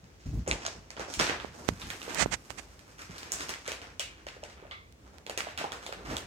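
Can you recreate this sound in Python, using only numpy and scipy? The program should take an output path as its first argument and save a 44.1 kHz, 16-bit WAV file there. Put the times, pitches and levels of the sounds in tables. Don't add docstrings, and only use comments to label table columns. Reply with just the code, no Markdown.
import sys
import numpy as np
from scipy import signal
from scipy.fft import rfft, irfft
from scipy.io import wavfile

SR = 44100
rng = np.random.default_rng(int(sys.argv[2]) if len(sys.argv) > 2 else 0)


def wav_record(signal):
    frames = np.transpose(np.atleast_2d(signal))
    bounded = np.clip(frames, -1, 1)
    quanta = np.round(bounded * 32767).astype(np.int16)
    wavfile.write(sys.argv[1], SR, quanta)


N = 276410
TIME_S = np.arange(N) / SR
FREQ_HZ = np.maximum(np.fft.rfftfreq(N, 1 / SR), 1)


def undb(db):
    return 10 ** (np.asarray(db) / 20)


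def unit(x):
    return x / np.sqrt(np.mean(x ** 2))


def curves(table):
    time_s, *columns = np.transpose(table)
    return [np.interp(TIME_S, time_s, column) for column in columns]


def at_hz(points, hz):
    freq_hz, value = np.transpose(points)
    return np.interp(np.log(hz), np.log(freq_hz), value)


def colour(x, spectrum):
    return irfft(rfft(x) * undb(at_hz(spectrum, FREQ_HZ)), N)


def wander(rate_hz):
    knots_s = np.arange(0, N / SR + 1, 1 / rate_hz)
    return np.interp(TIME_S, knots_s, rng.standard_normal(len(knots_s))) * np.sqrt(3 / 2)


def add(track, start_s, sound):
    i = int(start_s * SR)
    track[i:i + len(sound)] += sound[:N - i]


def bands(hz, body_hz=1000, top_hz=5200):
    body = 1 / (1 + (hz / body_hz) ** 4)
    top = 1 / (1 + (top_hz / hz) ** 8)
    return body, 1 - body - top, top


def impulse(gain_db):
    cepstrum = irfft(np.log(undb(gain_db)))
    half = len(cepstrum) // 2
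    cepstrum[1:half] *= 2
    cepstrum[half + 1:] = 0
    return irfft(np.exp(rfft(cepstrum)))


def thud(level_db, pitch_hz, q, edge_hz):
    hz = np.maximum(np.fft.rfftfreq(4096, 1 / SR), 1)
    mode_loss = 1 + (q * (hz / pitch_hz - pitch_hz / hz)) ** 2
    contact_loss = 1 + (hz / edge_hz) ** 4
    return impulse(level_db - 10 * np.log10(mode_loss * contact_loss))


def slips(per_s, spread_db):
    hits = rng.random(N) < per_s / SR
    strength = undb(spread_db * np.minimum(rng.exponential(size=N), 5))
    return unit(hits * strength * rng.standard_normal(N))


def gestures(rows, attack_s, swell, release_s):
    power = np.zeros(N)
    for start_s, length_s, level_db in rows:
        t = TIME_S[:int((length_s + 8 * release_s) * SR)]
        rise = np.minimum(t / (attack_s + swell * length_s), 1) ** 2
        fall = np.exp(-np.maximum(t - length_s, 0) / release_s)
        add(power, start_s, (undb(level_db) * rise * fall) ** 2)
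    return np.sqrt(power)


# freq_hz, gain_db
AIR_SPECTRUM = [(30, -53), (55, -2), (80, 6.5), (120, -10), (300, -8.5), (520, -11), (1000, -23),
                (2300, -24.5), (4500, -29.5), (6800, -29), (11000, -40), (16000, -40)]


def air(level_db=-58, hum_hz=54, hum_db=-65, waver_hz=2, waver_db=1):
    mid, side = (colour(rng.standard_normal(N), AIR_SPECTRUM) for _ in range(2))
    side = colour(side, [(60, -13.5), (300, -7), (1000, 1.5)])
    hiss = unit(np.array([mid + side, mid - side])) * undb(level_db)
    hum = np.sin(2 * np.pi * np.cumsum(hum_hz + waver_hz * wander(4.4)) / SR)
    return hiss + unit(hum) * undb(hum_db + waver_db * wander(5.1))


# freq_hz, gain_db
RUMBLE_SPECTRUM = [(20, -31), (36, -12), (52, 6), (100, 1), (150, -2), (250, -9), (380, -22.5),
                   (900, -37.5), (3000, -56)]
# start_s, length_s, level_db
GRIP_SHIFTS = [(.02, 0.027, -52.5), (.25, 0.05, -34), (.32, 0.065, -30), (.465, 0.064, -35),
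               (.74, 0.08, -49.5), (1.16, 0.059, -38.5), (1.3, 0.22, -50), (1.675, 0.046, -36),
               (1.82, 0.064, -42.5), (2.185, 0.14, -41.5), (2.49, 0.02, -50), (5.95, 0.11, -53),
               (6.055, .08, -41.5), (6.16, 0.12, -53)]


def grip_rumble(gain_db=-1, side_db=-19, tremble_db=-59.5):
    mid, side = (unit(colour(rng.standard_normal(N), RUMBLE_SPECTRUM)) for _ in range(2))
    side *= undb(side_db)
    jolts = gestures(GRIP_SHIFTS, attack_s=0.011, swell=0.038, release_s=0.032)
    shake = np.hypot(jolts, undb(tremble_db))
    return np.array([mid + side, mid - side]) * shake * undb(gain_db)


# freq_hz, gain_db
BRUSH_SPECTRUM = [(88, -17), (150, 0.5), (240, 0), (398, -8), (649, 1), (1260, -3.5), (1940, 1),
                  (3200, -5.5), (5150, -8.5), (6510, -4), (8400, -9), (10400, -28), (16000, -35)]
# start_s, length_s, level_db
FINGER_SLIDES = [(1.675, .02, -29.5), (2.02, 0.21, -36), (2.157, 0.078, -19), (2.305, 0.039, -23.5),
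                 (2.492, .02, -39), (2.573, 0.022, -33)]


def finger_brush(uneven_db=2.5):
    friction = slips(per_s=27000, spread_db=0.5) * undb(uneven_db * wander(110))
    hiss = unit(colour(friction, BRUSH_SPECTRUM))
    return hiss * gestures(FINGER_SLIDES, attack_s=0.0017, swell=0.55, release_s=0.0052)


# start_s, level_db, pitch_hz, edge_hz
CASE_TAPS = [(1.4465, 11, 515, 870), (1.6887, 24, 254, 9500), (2.147, -2, 6400, 9000),
             (2.2135, 6, 220, 900), (2.2597, 20, 340, 836), (2.505, 2.5, 900, 9250),
             (2.793, -18, 2520, 9100), (4.925, -26, 4000, 10900), (5.184, -16.5, 2500, 9100)]


def finger_taps(q=0.64, rebound_hz=1100):
    out = np.zeros(N)
    for start_s, level_db, pitch_hz, edge_hz in CASE_TAPS:
        add(out, start_s, thud(level_db, pitch_hz, q, edge_hz))
    rebound = (rebound_hz - 1j * FREQ_HZ) / (rebound_hz + 1j * FREQ_HZ)
    return irfft(rfft(out) * rebound, N)


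# freq_hz, t60_s
ROOM_DECAY = [(150, 0.14), (500, 0.45), (1400, 0.29), (3500, 0.34), (7000, 0.28), (14000, 0.21)]


def room(x, alike_hz=750, build_s=0.0055):
    hz, frames_s, cells = signal.stft(x, SR, nperseg=256)
    t = frames_s[:len(frames_s) // 8]
    t60_s = at_hz(ROOM_DECAY, np.maximum(hz, 1))[:, None]
    fade = np.exp(-2 * np.log(1000) * t / t60_s) * (1 - np.exp(-(t / build_s) ** 2))
    fade /= fade.sum(1, keepdims=True)
    energy = signal.fftconvolve(np.abs(cells) ** 2, fade, axes=1)[:, :len(frames_s)]
    apart, right = signal.stft(rng.standard_normal((2, N)), SR, nperseg=256)[2]
    alike = 1 / (1 + (hz[:, None] / alike_hz) ** 2)
    left = alike * right + np.sqrt(1 - alike ** 2) * apart
    field = np.array([left, right]) / np.std(right)
    return signal.istft(field * np.sqrt(np.abs(energy)))[1][:, :N]


# time_s, top_octave_db, left_db
PHONE_AIM = [(.6, -19, -1.5), (1.3, -8, -8), (1.75, -1.5, -5), (2.3, 2, -5.5), (3.3, -5.5, -1.5),
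             (4.1, -8, -1), (4.6, -13, -1.5), (5.5, -3.5, -3)]


def microphones(direct, tail, lag_samples=13):
    top_octave_db, left_db = curves(PHONE_AIM)
    left = undb(left_db) * np.pad(direct, (lag_samples, 0))[:N]
    stereo = np.array([left, direct]) + tail
    top_octave = irfft(rfft(stereo) * bands(FREQ_HZ, top_hz=7960)[2], N)
    return stereo + top_octave * (undb(top_octave_db) - 1)


# start_s, level_db, pitch_hz
TICK_RINGS = [(3.997, -41, 2370), (3.997, -41, 2870), (4.712, -41.5, 1218), (4.712, -39, 2120),
              (4.712, -49.5, 3450)]


def rings(gain_db=-2, t60_s=0.43, waver_hz=110):
    out = np.zeros(N)
    decay = np.exp(-np.log(1000) * TIME_S / t60_s)
    for start_s, level_db, pitch_hz in TICK_RINGS:
        phase = 2 * np.pi * np.cumsum(pitch_hz + waver_hz * wander(214)) / SR
        add(out, start_s, undb(level_db + gain_db) * np.sin(phase) * decay)
    return out


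# start_s, level_db, pitch_hz
BED_KNOCKS = [(0.476, 16, 506), (0.483, 14, 361), (.652, 6.5, 690), (.68, 7, 644), (.995, 6, 514),
              (1.084, 6.5, 564), (1.199, 20, 233), (1.2966, 13, 300), (2.079, 10.5, 480), (3.096, 10, 166),
              (3.682, 10, 508), (3.718, 4.5, 525), (3.998, 3, 600), (4.268, 2.5, 590), (4.366, -1, 484),
              (4.432, 6, 605), (4.625, -1.5, 435), (4.652, -3, 600), (5.298, 6.5, 485), (5.47, 9, 667),
              (5.613, 11, 640), (5.643, 12.5, 730), (5.648, 13.5, 830), (5.892, 6.5, 550),
              (5.927, 5.5, 544)]


def knocks(gain_db=3, q=6, edge_hz=1000, linger_db=-6, linger_q=28):
    out = np.zeros(N)
    for start_s, level_db, pitch_hz in BED_KNOCKS:
        add(out, start_s, thud(level_db + gain_db, pitch_hz, q, edge_hz))
        linger_hz = pitch_hz * (1 + rng.standard_normal() / 20)
        add(out, start_s + 0.01, thud(level_db + gain_db + linger_db, linger_hz, linger_q, edge_hz))
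    return out


# freq_hz, gain_db
TICK_SPECTRUM = [(60, -23), (200, -20.5), (500, -7), (2700, -5), (4200, -7), (7000, -5.5), (8500, -5.5),
                 (10500, -14), (15500, -18)]
# start_s, level_db, ring_hz, body_db, top_db, room_db
DRY_TICKS = [(0.4777, -12.5, 2370, 1, 16.5, 9), (0.5125, 8.5, 2540, -13, -2.5, -4),
             (0.5326, -10, 1720, 8, 10, 2), (0.651, 0, 6270, -15, -13, 4.5),
             (0.6646, 4.5, 1180, -4, 0, -18), (0.681, -1, 1180, -29, -15, -3),
             (0.9048, -7, 1860, 8.5, 0.5, -1), (0.9672, -9, 1250, 15, -12, 6.5),
             (0.9958, -9.5, 1210, 24, 4, 2.5), (1.1392, -1.5, 2430, -39, 4.5, 4.5),
             (1.1978, 13.5, 1420, 10, -7.5, 2), (1.2966, 9.5, 1620, 11, -16, -0.5),
             (1.4, -0.5, 1340, -2, -22, 2.5), (1.8169, -4.5, 4030, -19, -23, 4.5),
             (1.903, 2.5, 1630, -2, -9.5, 3), (2.017, -3.5, 2790, -5, -19, -5),
             (3.1817, -11, 4240, -4, 0.5, 5.5), (3.3197, -4.5, 6800, 8, 10, 4),
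             (3.4076, -4.5, 1460, -2, -3.5, 5.5), (3.4925, 0, 1720, 6, 0, 2.5),
             (3.5385, -2.5, 2030, -17, -11, 0), (3.678, 0, 1990, -15, -3, 5),
             (3.7182, -2, 2350, -34, -2, 2), (3.8168, -12.5, 2590, 13, -7, 4.5),
             (3.9958, 4.5, 2800, -12, 0, 4), (4.2676, -7.5, 2000, 5, -7, 5.5),
             (4.287, -4.5, 1690, -19, -9, -3), (4.4373, -9, 1820, 6.5, -0.5, 1),
             (4.499, -20, 2500, 5, -1, 5), (4.7115, -7, 3400, 0, -18, 6), (5.2654, -7, 3440, 17, -4, -2),
             (5.297, -2, 2260, 11, -2.5, -0.5), (5.3761, 3.5, 2260, 6.5, -1, 4),
             (5.4055, 8.5, 1230, -6, -19, -16), (5.5762, -1.5, 3400, -2, -5.5, 4),
             (5.642, -7.5, 1190, 26, -14, -6.5), (5.72, -1, 1340, 10.5, -7, 3.5),
             (5.8648, -5.5, 3400, 10.5, -3.5, 4.5), (5.9254, -1.5, 1440, -3, -11, 4),
             (6.1677, 0, 3030, -4, 1, -1.5)]


def ticks(gain_db=1, ring_db=6, ring_octaves=0.42, echo_db=-13, crumble_ratio=1.64, crumble_s=0.00093):
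    direct, room_feed = np.zeros(N), np.zeros(N)
    hz = np.maximum(np.fft.rfftfreq(1024, 1 / SR), 1)
    body, _, top = bands(hz)
    base_db = at_hz(TICK_SPECTRUM, hz) + gain_db
    t = TIME_S[:SR // 100]
    for start_s, level_db, ring_hz, body_db, top_db, room_db in DRY_TICKS:
        burst = rng.standard_normal(len(t)) * t * np.exp(-2 * t / crumble_s)
        burst *= crumble_ratio / np.linalg.norm(burst)
        burst[0] = 1
        resonance_db = ring_db * np.exp(-(np.log2(hz / ring_hz) / ring_octaves) ** 2)
        shape_db = base_db + level_db + body_db * body + top_db * top + resonance_db
        direct_db = shape_db + 1.5 * top
        tick = np.convolve(burst / np.linalg.norm(burst), impulse(direct_db))
        add(direct, start_s, tick)
        add(room_feed, start_s, impulse(shape_db + room_db))
        for delay_s in rng.uniform(0.004, 0.017, size=3):
            add(direct, start_s + delay_s, tick * undb(echo_db))
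    return direct, room_feed


# start_s, length_s, level_db, body_db, top_db
HAND_STROKES = [(0.17, 0.19, -60.5, -16, 3.5), (0.459, 0.012, -37.5, 4, -8), (0.552, 0.096, -46, -0.5, 0),
                (0.65, 0.023, -53, -9, 11), (0.708, 0.049, -65, 12, -5), (0.987, 0.033, -45, -2, -6),
                (1.071, 0.064, -50, 3.5, 7.5), (1.185, 0.021, -26.5, -12, -1),
                (1.243, 0.061, -34, -10, -20), (1.31, 0.13, -44.5, -2.5, -6),
                (1.535, 0.079, -55, 12.5, 6.5), (1.598, .44, -51.5, -1.5, 0.5), (2.031, 0.17, -42, -2, -8),
                (2.472, 0.098, -58, 2, 1), (2.974, 0.041, -46, -9, -2), (3.065, 0.37, -49.5, -3, -3.5),
                (3.299, 0.16, -43.5, -8, 1), (3.47, 0.077, -44, -9, -1), (3.647, 0.051, -41.5, -7, -5.5),
                (3.77, 0.11, -55, -3.5, -8), (4.035, 0.15, -56, -5, -11), (4.275, 0.075, -52, -17, -6.5),
                (4.412, 0.075, -52.5, -9, -6), (4.556, 0.073, -53, 1.5, -22), (4.976, 0.2, -65.5, 8.5, -2),
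                (5.273, .08, -52, -12, -15), (5.39, 0.09, -42.5, -14.5, -10.5),
                (5.57, 0.044, -35, -7, -8.5), (5.73, 0.15, -51.5, -2, -4), (5.948, 0.096, -52, 8.5, -6.5),
                (6.03, 0.1, -42.5, 4.5, -5), (6.153, 0.064, -46, -1, -8)]
# time_s, level_db
ARM_CONTACT = [(.1, -67), (.8, -63), (1.5, -60), (2.4, -61), (2.9, -61), (3.95, -69), (4.55, -75.5),
               (4.95, -97), (5.3, -70)]


def hand_effort():
    start_s, length_s, level_db, body_db, top_db = np.transpose(HAND_STROKES)
    leaning = undb(curves(ARM_CONTACT)[0])
    envelopes = []
    for band_db in (body_db, 0, top_db):
        rows = zip(start_s, length_s, level_db + band_db)
        strokes = gestures(rows, attack_s=0.0061, swell=0.14, release_s=0.043)
        envelopes.append(np.hypot(strokes, leaning))
    return envelopes


# freq_hz, gain_db
FUR_SPECTRUM = [(60, -33), (150, -3), (280, 13), (550, 6), (900, 8), (1500, 10.5), (2600, 6), (4400, -5),
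                (7000, -15.5), (8500, -17), (10500, -27.5), (13000, -24), (15500, -39)]


def snags(effort, per_s=45, gain_db=-11, limit_db=-40):
    releases = (rng.random(N) < per_s / SR) * rng.uniform(-1.04, 1, N)
    crackle = unit(colour(releases, FUR_SPECTRUM))
    return crackle * np.minimum(effort, undb(limit_db)) * undb(gain_db)


def rustle(envelopes, gain_db=-3, uneven_db=3):
    friction = slips(per_s=2300, spread_db=4) * undb(uneven_db * wander(70))
    spectrum = rfft(colour(friction, FUR_SPECTRUM))
    layers = [unit(irfft(spectrum * band, N)) for band in bands(FREQ_HZ)]
    return undb(gain_db) * sum(envelope * layer for envelope, layer in zip(envelopes, layers))


def scene():
    body, middle, top = hand_effort()
    rubbing = rustle((body, middle, top))
    knocking = knocks()
    ticking, tick_feed = ticks()
    direct = rubbing * undb(-2) + knocking + ticking + rings() + snags(middle)
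    tail = room(rubbing * undb(-1) + knocking * undb(-5.5) + tick_feed * undb(-3))
    finger = (finger_brush() + finger_taps()) * undb([[-45], [0]])
    return microphones(direct, tail) + finger + grip_rumble() + air()


def record(dry):
    low_cut_hz, high_cut_hz = 32, 16200
    highpass = signal.butter(4, low_cut_hz, "high", fs=SR, output="sos")
    lowpass = signal.ellip(8, 0.2, 70, high_cut_hz, fs=SR, output="sos")
    return signal.sosfilt(lowpass, signal.sosfilt(highpass, dry))


dry = scene()
out = record(dry)
wav_record(out)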